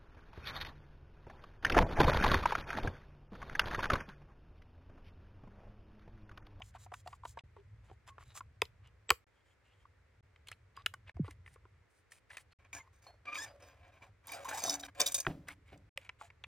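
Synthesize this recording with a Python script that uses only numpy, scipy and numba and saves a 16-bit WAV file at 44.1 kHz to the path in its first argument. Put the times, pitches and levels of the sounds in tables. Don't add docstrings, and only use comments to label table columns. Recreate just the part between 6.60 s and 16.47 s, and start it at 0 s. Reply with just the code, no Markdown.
import sys
import numpy as np
from scipy import signal
from scipy.fft import rfft, irfft
from scipy.io import wavfile
from scipy.ndimage import uniform_filter1d
from numba import njit

SR = 44100
rng = np.random.default_rng(int(sys.argv[2]) if len(sys.argv) > 2 else 0)


def boost(x):
    u = np.asarray(x, float) / 20
    return 10 ** u


def waveform_to_disk(signal):
    frames = np.transpose(np.atleast_2d(signal))
    scaled = np.clip(frames, -1, 1) * 32767
    samples = np.round(scaled).astype(np.int16)
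    wavfile.write(sys.argv[1], SR, samples)


N = 435257
TIME, FREQ = np.arange(N) / SR, np.fft.rfftfreq(N, 1 / SR)
LEFT_RIGHT = np.array([[1], [-1]])


def unit(x):
    return x / np.sqrt(np.mean(x ** 2))


def on_hz(table):
    hz, value = np.transpose(table)
    return np.interp(np.log(FREQ + 1), np.log(hz), value)


def colour(x, gain):
    return unit(irfft(rfft(x) * gain, N))


def band(lo_hz, hi_hz):
    return 1 / np.sqrt((1 + (lo_hz / (FREQ + 1)) ** 8) * (1 + (FREQ / hi_hz) ** 8))


def curves(tables):
    rows = np.array([row for table in tables for row in table])
    inside = sum((TIME >= table[0][0]) & (TIME <= table[-1][0]) for table in tables) > 0
    return inside, [np.interp(TIME, rows[:, 0], column) for column in rows[:, 1:].T]


def walk(rate):
    k = int(SR / rate)
    held = np.repeat(rng.standard_normal(N // k + 1), k)
    return 0.91 * uniform_filter1d(held, k)[:N]


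def grit(rate, spread_db, smooth):
    size = boost(spread_db * rng.exponential(size=N).clip(0, 3.5))
    slips = (rng.random(N) < rate / SR) * rng.standard_normal(N) * size
    return unit(slips) + smooth * rng.standard_normal(N)


def add(out, s, sound):
    i = int(s * SR)
    out[i:i + len(sound)] += sound[:N - i]


@njit
def svf(x, hz, width):
    y, b, l = np.empty(len(x)), 0., 0.
    for i in range(len(x)):
        g, k = np.tan(np.pi * hz[i] / SR), width / hz[i]
        v = (b + g * (x[i] - l)) / (1 + g * (g + k))
        b, l, y[i] = 2 * v - b, l + 2 * g * v, k * v
    return y


def blows(events, body, octaves, skirt_db, detune, crack_hz, knock_hz, knock_s):
    out, t = np.zeros(N), TIME[:2048]
    small = signal.butter(2, 420, "high", fs=SR, output="sos")
    crack_band = signal.butter(2, crack_hz, "band", fs=SR, output="sos")
    hz, t60 = np.repeat(np.transpose(body), 3, axis=1)[:, :, None]
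    for s, db, main_hz, crack_db, knock_db, chatter_ms in events:
        chance, noise = rng.standard_normal((len(hz), 3)), rng.standard_normal((2, len(t)))

        skirt = boost(skirt_db) * np.minimum((main_hz / hz) ** 2.6, (hz / main_hz) ** 3) ** .5
        near_main = np.exp(-(np.log2(hz / main_hz) / octaves) ** 2)
        weight = (near_main + skirt) * boost(1.5 * chance[:, :1])
        tone = np.sin(2 * np.pi * hz * (1 + detune * chance[:, 1:2]) * t)
        ring = weight * tone * np.sign(chance[:, 2:]) * 1000. ** (-t / t60)

        contact = t * np.exp(-t * 1000 / np.clip(.5 * chatter_ms, .2, 4))
        chatter = rfft(contact * noise[0] * np.abs(noise[0]))
        chatter = irfft(chatter / np.abs(chatter) ** .8)
        chatter *= np.exp(-t * 1000 / (2 * chatter_ms))
        ring = signal.sosfilt(small, signal.fftconvolve(ring.sum(axis=0), chatter)[:len(t)])

        crack = signal.sosfilt(crack_band, contact * noise[1])
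        knock = np.sin(2 * np.pi * knock_hz * (1 + 0.12 * chance[0, 1]) * t) * t * np.exp(-t / knock_s)
        for part, part_db in ((ring, 0), (crack, crack_db), (knock, knock_db)):
            add(out, s, boost(db + part_db) * part / np.abs(part).max())
    return out


def strokes(table, edge_ms, fade_db, glide_ms):
    s, length_ms, *columns = np.transpose(table)
    last = np.maximum(np.searchsorted(s, TIME) - 1, 0)
    along = (TIME - s[last]) * 1000 / length_ms[last]
    shape = ((along > 0) & (along < 1)) * boost(fade_db * along.clip(0, 1))
    edge, glide = int(edge_ms * SR / 1000), int(glide_ms * SR / 1000)
    out = []
    for column in columns:
        if column[0] > 0:
            out.append(uniform_filter1d(column[last], glide))
        else:
            out.append(uniform_filter1d(shape * boost(column[last]), edge))
    return out


def shifting(x, peaks, between_db, edges_hz, swing_db):
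    rings = 0
    for hz, width, db in peaks:
        rings = rings + boost(db + swing_db * walk(16)) * svf(x, hz * (1 + 0.028 * walk(14)), 1. * width)
    return colour(rings + boost(between_db) * x, band(*edges_hz))


# start_s, level_db
HUM_LEVEL = [(0, -58), (1.9, -59.5), (2.2, -60), (2.7, -76), (3.3, -69.5), (4.0, -66), (4.7, -58.5),
             (5.15, -65), (5.3, -77), (6.0, -66.5), (8.5, -64.5), (9.87, -65)]
# pitch_hz, level_db (per Hz)
HUM_TONE = [(12, -58), (20, -35.5), (51, -4), (102, 0.5), (157, -18), (260, -30.5), (340, -60.5),
            (570, -120)]
# pitch_hz, level_db (per Hz)
AIR_TONE = [(100, -36), (170, -7.5), (475, 0.5), (708, -6.5), (2130, -4.5), (2950, -15), (7770, -25),
            (16000, -40)]
# pitch_hz, correlation (0 to 1)
AIR_LIKENESS = [(100, 0.72), (400, 0.21), (1500, 0.75), (4000, 0.24), (12000, 0.24)]


def background():
    _, (hum_db,) = curves([HUM_LEVEL])
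    hum = boost(hum_db - 0.47 + 2.0 * walk(11)) * colour(rng.standard_normal(N), boost(on_hz(HUM_TONE)))
    like = np.clip(on_hz(AIR_LIKENESS), 0, 1)
    noise = rfft(rng.standard_normal((2, N))) * boost(on_hz(AIR_TONE))
    mid, side = noise[0] * np.sqrt(1 + like), noise[1] * np.sqrt(1 - like)
    air = boost(-74.5) * unit(irfft(np.array([mid + side, mid - side]), N))
    return hum + .07 * np.roll(hum, SR) * LEFT_RIGHT + air


# start_s, peak level_db, start pitch_hz, end pitch_hz, rise_ms
BUMPS = [
    (2.019, -45, 414, 75, 12.7),
    (2.509, -41, 294, 62, 11.6),
    (4.554, -39, 130, 81, 14.6),
    (4.594, -25.5, 680, 141, 11.4),
    (4.624, -37.5, 133, 94, 15.6),
    (4.678, -51.5, 397, 300, 9),
]


def bumps():
    out, t = np.zeros(N), TIME[:6000]
    for s, db, start_hz, end_hz, rise_ms in BUMPS:
        late = t * 1000 / rise_ms
        hz = end_hz + (start_hz - end_hz) * np.exp(-late / 0.38)
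        swell = (late * np.exp(1 - late)) ** 2
        add(out, s, boost(db) * swell * np.sin(2 * np.pi * np.cumsum(hz) / SR))
    return out


# pitch_hz, level_db, decay_s (to -60 dB)
TANK_MODES = [(88.9, 0, .2), (160, -4, 0.67), (235, 2, 0.22), (290, -8, 0.78), (404.6, -8, 0.22),
              (558, -11, 0.44), (702.4, -2, 0.22)]
TANK_BLOWS_S = [8.06, 8.668, 9.12]
TANK_BLOWS_DB = [-55, -38, -55]
# start_s, peak_s, end_s,
# pitch_hz, level_db
LONG_HUMS = [(8.04, 8.12, 8.32, 283.5, -53.5), (6.86, 6.93, 7.01, 570, -63),
             (9.618, 9.635, 9.675, 690, -61), (7.72, 7.8, 7.87, 560, -55), (6.75, 6.78, 6.95, 4870, -62),
             (6.765, 6.8, 6.85, 5120, -52), (7.015, 7.03, 7.16, 4950, -72),
             (8.03, 8.095, 8.17, 3705, -48.5), (6.13, 6.14, 6.195, 2360, -52),
             (6.185, 6.205, 6.225, 2150, -57.5), (6.14, 6.178, 6.2, 1700, -56.5),
             (6.13, 6.135, 6.24, 6800, -60), (0.968, 0.985, 1.03, 400, -58), (1.48, 1.5, 1.565, 1090, -63),
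             (4.172, 4.187, 4.225, 1120, -55)]


def tank():
    out, t = np.zeros(N), TIME[:SR // 2]
    for s, blow_db in zip(TANK_BLOWS_S, TANK_BLOWS_DB):
        for hz, db, t60 in TANK_MODES:
            waver = unit(uniform_filter1d(rng.standard_normal(len(t)), int(t60 * SR * 0.025)))
            fade = 1000. ** (-t / t60) * np.minimum(t * hz, 1)
            add(out, s, boost(blow_db + db) * (0.1 + waver) * np.sin(2 * np.pi * hz * t) * fade)
    for start, peak, end, hz, db in LONG_HUMS:
        turn = 2 * np.pi * np.cumsum(hz * (1 + .02 * walk(350))) / SR
        swell = np.interp(TIME, [start, peak, end], [0, 1, 0])
        out += boost(db + 3 + 4 * walk(90)) * swell * np.sin(turn)
    return out


# start_s, length_ms, hiss level_db, creak level_db, creak pitch_hz
RUB_KNOB = [(0.03, 76, -63.5, -84, 1820), (0.145, 24, -70, -58.5, 1050), (0.19, 63, -63, -74, 3900),
            (0.335, 77, -64.5, -80, 3270), (0.46, 104, -71, -74, 850), (0.65, 84, -63, -84, 860),
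            (0.77, 45, -85, -68, 860), (0.96, 48, -102, -72, 910), (1.24, 104, -82.5, -72.5, 785),
            (1.475, 26.7, -59, -53.5, 1100), (1.6, 36, -70, -61, 1100), (1.65, 91, -75, -70, 3860),
            (1.75, 42.6, -52.5, -57, 1175), (2.24, 44, -99, -68.5, 2930), (2.73, 94, -92, -81, 3230),
            (2.85, 91, -85.5, -77, 3150), (3.04, 110, -88, -76, 2800), (3.13, 110, -86, -78, 3200)]
RUB_CAP = [(3.87, 77, -82, -66, 4170), (4.159, 65.8, -87, -64, 1135), (4.47, 36, -94, -64, 2560),
           (4.643, 84.5, -72, -64.5, 1990), (4.859, 96, -73, -72, 2000), (5.3, 113, -80.5, -100, 2130),
           (5.512, 77, -66, -72, 2410), (5.702, 59.6, -65.5, -60.5, 2010), (5.788, 34.2, -62, -68, 2120),
           (5.91, 33, -95, -65, 4370), (8.698, 29.2, -85.5, -57.5, 795), (8.879, 54.3, -60.5, -52, 2170),
           (9.063, 92, -80.5, -65, 2200), (9.38, 94.4, -79, -65.5, 2300), (9.596, 85, -71.5, -65, 830)]


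def fingers():
    hiss_gain, creak_gain, creak_hz = strokes(list(RUB_KNOB) + list(RUB_CAP), 22, -0.55, 11.0)
    on_cap = (TIME > 3.6) & (TIME < 9.0)
    hiss_hz = np.where(on_cap, 8970., 7200.)
    skin, catch = grit(3300, 11.0, 1.6), grit(820, 4.2, 1.0)
    hiss = boost(-10.5) * unit(svf(skin, np.clip(hiss_hz, 3000, 14000), 1100.0))
    hiss += boost(-6.0) * colour(skin, band(3000, 12000) / FREQ.clip(4000) ** 0.24)
    creak = boost(-6.5) * unit(svf(catch, np.clip(creak_hz, 300, 6000), 135.0))
    creak += boost(-3.0) * colour(catch, band(500, 3160))
    return hiss_gain * boost(2.9 * walk(40)) * hiss + creak_gain * boost(4 * walk(60)) * creak


# start_s, peak level_db, main ring pitch_hz, crack level_db (from peak)
KNOCKS = [(6.13, -34.5, 2300, -19), (6.465, -51.5, 1060, -13), (6.729, -36.5, 2295, -40),
          (6.754, -28.5, 2300, -34), (7.423, -51.5, 2290, -26), (7.67, -52.5, 930, 13),
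          (7.719, -39.5, 2360, 4.5), (7.852, -36.5, 983, -12), (8.038, -21.5, 6300, -7),
          (8.079, -35.5, 1060, -28.5), (8.095, -18, 5840, -16), (8.197, -45, 3860, -24.5),
          (8.234, -36, 3530, -26), (8.235, -39, 1610, -30), (8.284, -45.5, 1610, -50),
          (8.404, -21, 6000, -6), (8.414, -14, 5940, -33.5), (8.466, -29.5, 10000, -3),
          (8.474, -25.5, 5450, -3.5), (8.521, -32.5, 8700, -1), (8.543, -22, 9400, -17),
          (8.604, -34, 4870, -1), (8.648, -39, 1760, -40), (6.048, -56.5, 2350, -30),
          (6.275, -58.5, 1060, -39.5), (6.655, -45.5, 2310, -35), (7.023, -53, 5110, -24),
          (7.692, -43, 2350, -27), (7.731, -39.5, 2350, -20), (7.93, -35.5, 1580, -25),
          (7.978, -38, 6140, -14), (8.054, -30, 5700, -15), (8.07, -32, 5700, -8), (8.14, -25, 6830, -22),
          (8.562, -43, 8900, -12), (8.582, -34, 8850, -20)]
# pitch_hz, width_hz, level_db
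POCKET = [(292, 27, -6), (555.2, 8.9, 2.5), (700, 24, -1), (1060, 43, -2), (1610, 84, -6), (2350, 76, -0.5),
          (3080, 58, -17)]
PROBES = [(3760, 110, -1), (4870, 280, -5), (5290, 180, -8), (5840, 160, -7), (6100, 103, 3.5),
          (6830, 200, 0.5), (8170, 140, -1), (8840, 94, -17), (10970, 230, -11), (14400, 2900, -19)]
# start_s, length_ms, pocket level_db, probe level_db
SCRAPE = [(5.99, 45, -67, -87.5), (6.045, 28, -64, -95), (6.13, 61, -54, -55.5), (6.185, 28, -58.5, -66),
          (6.33, 72, -77, -79), (6.42, 80, -70, -74), (6.465, 33, -64, -77), (6.654, 180, -54, -74),
          (6.745, 85, -49, -47), (6.805, 50, -52, -51), (6.86, 35, -57, -69), (6.9, 22.7, -63, -85),
          (7.0, 34, -64, -78), (7.022, 113, -61, -74.5), (7.14, 120, -70.5, -85), (7.23, 79, -65.5, -83.5),
          (7.32, 71, -64.5, -82), (7.42, 52, -59.5, -79.5), (7.64, 38, -65.5, -75), (7.67, 47, -58, -56.5),
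          (7.718, 79, -53, -53), (7.803, 36.5, -54, -59), (7.846, 30, -57, -52), (7.883, 63, -50, -50),
          (7.933, 36, -52, -44.5), (7.973, 32, -46, -40), (8.003, 36, -48, -43.5), (8.036, 16, -43, -35),
          (8.062, 53, -59, -41.5), (8.093, 57, -52, -37), (8.133, 32.4, -48.5, -41.5),
          (8.168, 18, -68, -66), (8.195, 21.6, -65, -47), (8.228, 40, -51, -49.5), (8.283, 16, -56.5, -72),
          (8.35, 130, -59, -69), (8.4, 31, -39.5, -34), (8.433, 24, -47.5, -48), (8.462, 27.6, -47, -34),
          (8.492, 30, -53.5, -54), (8.52, 18.7, -56, -45), (8.544, 27.4, -49.5, -35),
          (8.578, 18.6, -51.5, -42.5), (8.6, 21, -54, -43), (8.626, 58, -59.5, -62.5)]
# start_s, pitch_hz, level_db
COLUMN = [
    [(6.13, 868, -75), (6.154, 810, -64), (6.21, 1030, -60), (6.266, 1010, -74), (6.278, 960, -67),
     (6.29, 980, -86)],
    [(6.75, 1153, -54), (6.76, 1170, -48), (6.82, 900, -57), (6.96, 570, -63), (7.008, 570, -74),
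     (7.03, 540, -57), (7.12, 658, -77)],
    [(7.63, 941, -74), (7.696, 934, -54), (7.71, 890, -59), (7.73, 780, -54), (7.752, 700, -51),
     (7.762, 760, -45.5), (7.84, 600, -59)],
    [(7.845, 951, -47.5), (7.857, 962, -41), (7.877, 906, -49), (7.909, 750, -42.5), (7.977, 940, -39),
     (8.009, 886, -53), (8.02, 933, -49)],
    [(8.025, 660, -42), (8.063, 640, -40.5), (8.153, 780, -48.5), (8.203, 640, -53), (8.245, 784, -51),
     (8.263, 742, -73.5), (8.3, 1150, -57)],
    [(8.36, 628, -62), (8.386, 605, -60), (8.398, 590, -41.5), (8.414, 527, -41.5), (8.45, 523, -57),
     (8.484, 631, -56.5), (8.5, 623, -68.5)],
]
COLUMN_LIGHT = [
    [(6.465, 806, -61), (6.507, 653, -57), (6.511, 674, -61.5), (6.619, 555, -86), (6.63, 565, -96)],
    [(7.13, 600, -69), (7.248, 720, -70.5), (7.384, 566, -71.5), (7.43, 1060, -65), (7.5, 640, -66)],
]
# start_s, slip rate pitch_hz, level_db
SQUEAK_LOW = [(6.668, 1180, -56), (6.684, 1181, -45), (6.716, 1180, -59), (6.73, 1220, -45.5),
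              (6.754, 1210, -57), (6.77, 1294, -51), (6.785, 1090, -57)]
SQUEAK_HIGH = [(6.772, 1760, -60), (6.79, 1676, -42), (6.808, 1703, -47), (6.816, 1800, -45.5),
               (6.846, 1787, -48), (6.862, 1802, -62)]
OVERTONES_DB = [0, 1.5, -30, -24, -32], [0, -9, -12, -10, -20]
# pitch_hz, level_db, decay_s (to -60 dB)
PING = [(4860, -60, .11), (4300, -54, .17), (2950, -64, .09)]
PING_S = [4.166, 6.468, 4.342]


def probes():
    ringing = list(POCKET[3:]) + list(PROBES)
    body = [(hz, np.log(1000) / np.pi / width) for hz, width, db in ringing]
    knocks = [tuple(row) + (-22, 2.2) for row in KNOCKS]
    out = blows(knocks, body, 0.18, -15.0, 0.014, [8500, 14000], 666, 0.00065)

    pocket, probe = strokes(SCRAPE, 5.0, -6.0, 110)
    slips = grit(2500, 3.4, 0.97) * boost(1.76 * walk(60))
    pushes = sorted(list(COLUMN) + list(COLUMN_LIGHT), key=lambda push: push[0][0])
    inside, (column_hz, column_db) = curves(pushes)
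    column_hz = np.clip(column_hz * (1 + 0.051 * walk(40)), 300, 3000)
    column = unit(svf(slips, column_hz, 110.))
    column += boost(-15.5 + 7.3 * walk(17)) * unit(svf(slips, 1.9 * column_hz, 191.0))
    out += uniform_filter1d(1. * inside, size=400) * boost(column_db - 3.0 + 1.4 * walk(60)) * column
    out += pocket * boost(1.9 * walk(44)) * shifting(slips, POCKET, -12.5, [260, 3000], 1.4)
    out += probe * boost(3.7 * walk(90)) * shifting(slips, PROBES, -19.0, [3200, 16800], 4.8)

    for table, overtones in zip((SQUEAK_LOW, SQUEAK_HIGH), OVERTONES_DB):
        inside, (hz, db) = curves([table])
        turn = 2 * np.pi * np.cumsum(hz * (1 + .016 * walk(400) + .008 * walk(70))) / SR
        tone = sum(boost(o + 3 * walk(200)) * np.sin((k + 1) * turn) for k, o in enumerate(overtones))
        out += uniform_filter1d(1. * inside, size=200) * boost(db + 3.5) * tone

    t = TIME[:9000]
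    for s, (hz, db, t60) in zip(PING_S, PING):
        add(out, s, boost(db) * np.sin(2 * np.pi * hz * t) * 1000. ** (-t / t60))
    return out


HOUSING_HZ = [700, 900, 1090, 1400, 1820, 2070, 2400, 2800, 3200, 3800, 4800, 6000, 7500]
# start_s, peak level_db, main ring pitch_hz
SCREW = [(0.002, -45, 800), (0.014, -46, 850), (0.018, -36, 2630), (0.148, -44, 650), (0.162, -49, 1120),
         (0.261, -46.5, 700), (0.318, -38.5, 810), (0.336, -36.5, 1450), (0.46, -40.5, 706),
         (0.472, -38.5, 740), (0.527, -40.5, 1190), (0.633, -40.5, 970), (0.651, -33.5, 930.3),
         (0.772, -34.5, 822.6), (0.788, -41, 2970)]
PADS = [(4.568, -49, 790), (1.298, -56, 700), (0.965, -49, 950), (1.313, -47.5, 670), (1.3, -55.5, 1220),
        (4.645, -47.5, 1000), (4.68, -42, 1080), (4.959, -52, 1210), (5.053, -53, 1180)]
NAILS = [(0.339, -43, 3250), (0.474, -42.5, 3840), (0.652, -48, 3100), (2.272, -57, 2900),
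         (5.921, -63, 2800), (9.413, -57, 2400), (9.447, -54, 2400), (1.476, -50.5, 1060),
         (1.752, -48, 1120), (3.871, -46, 2460), (3.884, -39, 3320), (3.915, -38, 1910),
         (4.166, -48.5, 2930), (4.338, -36.5, 1380), (4.708, -44.5, 1924), (5.519, -45.5, 2080),
         (5.769, -36, 2320), (5.779, -44, 1979), (8.884, -34, 1680), (9.652, -58, 2300), (9.175, -60, 5970),
         (1.635, -59, 2800)]
EDGES = [(1.581, -40.5, 1180), (1.607, -49, 1040), (1.806, -35.5, 1170), (2.053, -41.5, 3666),
         (3.253, -49.5, 1180), (3.76, -52.5, 2420), (3.926, -43, 2680), (4.172, -39.5, 1080),
         (4.494, -39.5, 1760), (4.861, -44.5, 1900), (4.876, -45.5, 1980), (5.703, -44, 1880),
         (5.713, -49, 2350), (9.491, -34, 2130), (9.612, -37, 978), (9.702, -46.5, 2120),
         (9.838, -34, 2380), (4.22, -57, 3900), (4.475, -54, 2800)]
# start_s, peak level_db, main ring pitch_hz, crack level_db, hollow knock level_db (from peak)
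SNAPS = [
    (2.018, -16, 3124, -11, -23),
    (2.492, -30.5, 2712, -22, -14.5),
    (2.504, -9, 2550, -1.5, -26.5),
    (2.518, -33, 2725, -18, -6.5),
    (4.2607, -28, 2250, -13.5, -43),
    (4.261, -18, 2924, -8.5, -48),
    (4.264, -24.5, 1860, -14, -39),
    (8.666, -18, 1744, -37, -18),
    (9.375, -25.5, 2150, -13.5, -23),
]
LID = [
    (2.0205, -23.5, 1026, -37.5, -7.5),
    (2.506, -16, 1089, -28, -16.5),
]


def housing():
    body = [(hz, 0.033 * np.sqrt(700 / hz)) for hz in HOUSING_HZ]  # pitch, decay s
    body += [(1100, 0.032)]
    gripped = [(hz, 0.55 * t60) for hz, t60 in body]

    start, end = 2.484, 2.503
    swell = np.interp(TIME, [start, end - .003, end], [0, 1, 0])
    squeal = boost(-40) * swell * np.sin(2 * np.pi * np.cumsum(7750 * (1 + .01 * walk(500))) / SR)

    # crack dB and hollow knock dB (from peak), chatter ms; the lid has its own dB columns
    kinds = ((LID, (1,)), (SCREW, (-41, -42, 4.34)), (PADS, (-54, -4, 0.56)),
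             (NAILS, (-5, -41, 3)), (EDGES, (-53, -26.5, 2.13)))
    taps = [tuple(row) + touch for table, touch in kinds for row in table]
    snaps = [tuple(row) + (1.3,) for row in SNAPS]
    snapping = blows(snaps, gripped, 0.5, -7, 0.04, [2900, 13000], 420, 0.0043)
    tapping = blows(taps, body, 0.37, -7.5, 0.051, [2800, 11000], 430, 0.0022)
    return squeal + snapping + tapping


# pitch_hz, left lead (radians)
PORTS = ([(100, 0), (520, -.55), (1120, .45), (4480, .6), (5500, -.95), (9000, .6), (11000, -1.8),
         (16000, -1.5)], [(100, 0), (2400, .6), (4300, 1.0), (4900, .1), (6700, -1.6), (10000, -1.1),
         (16000, -1.1)])
# pitch_hz, swing (radians)
SWAY = [(125, .1), (500, .35), (1300, .1), (12000, .5)]
# start_s, end_s
GAPS = [
    (.81, .838),
    (2.643, 2.667),
    (3.608, 3.628),
    (4.518, 4.544),
    (5.933, 5.988),
    (9.293, 9.36),
]


def scene():
    near = housing() + probes() + fingers() + tank()
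    spectrum = rfft(near)
    floor, wall = (irfft(spectrum * np.exp(.5j * on_hz(lag) * LEFT_RIGHT), N) for lag in PORTS)
    at_tank = (TIME > GAPS[4][0]) & (TIME < GAPS[5][1])
    direct = np.where(at_tank, wall, floor)
    direct = direct + walk(6) * irfft(spectrum * 1j * on_hz(SWAY), N) * LEFT_RIGHT

    t = TIME[:SR // 4]
    shared, own = rng.standard_normal(len(t)), rng.standard_normal((2, len(t)))
    diffuse = signal.lfilter([1, -.6], [1], shared + 2.2 * own)
    tail = diffuse * 1000. ** (-t / 0.15) * (t > .004)
    tail = tail / np.sqrt(np.sum(tail ** 2) / 2)
    room = boost(-17) * signal.fftconvolve(near[None], tail, axes=1)[:, :N]
    return direct + room + bumps() * boost(-.15 * LEFT_RIGHT) + background()


def low_pass(x):
    return signal.sosfilt(signal.butter(12, 16810, fs=SR, output="sos"), x)


def record(dry):
    on = 1. - sum((TIME > start) & (TIME < end) for start, end in GAPS)
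    top = signal.ellip(8, .2, 70, 16050, fs=SR, output="sos")
    mix = signal.sosfilt(top, dry) * uniform_filter1d(on, size=40)
    return low_pass(mix)


dry = scene()
out = record(dry)
waveform_to_disk(out)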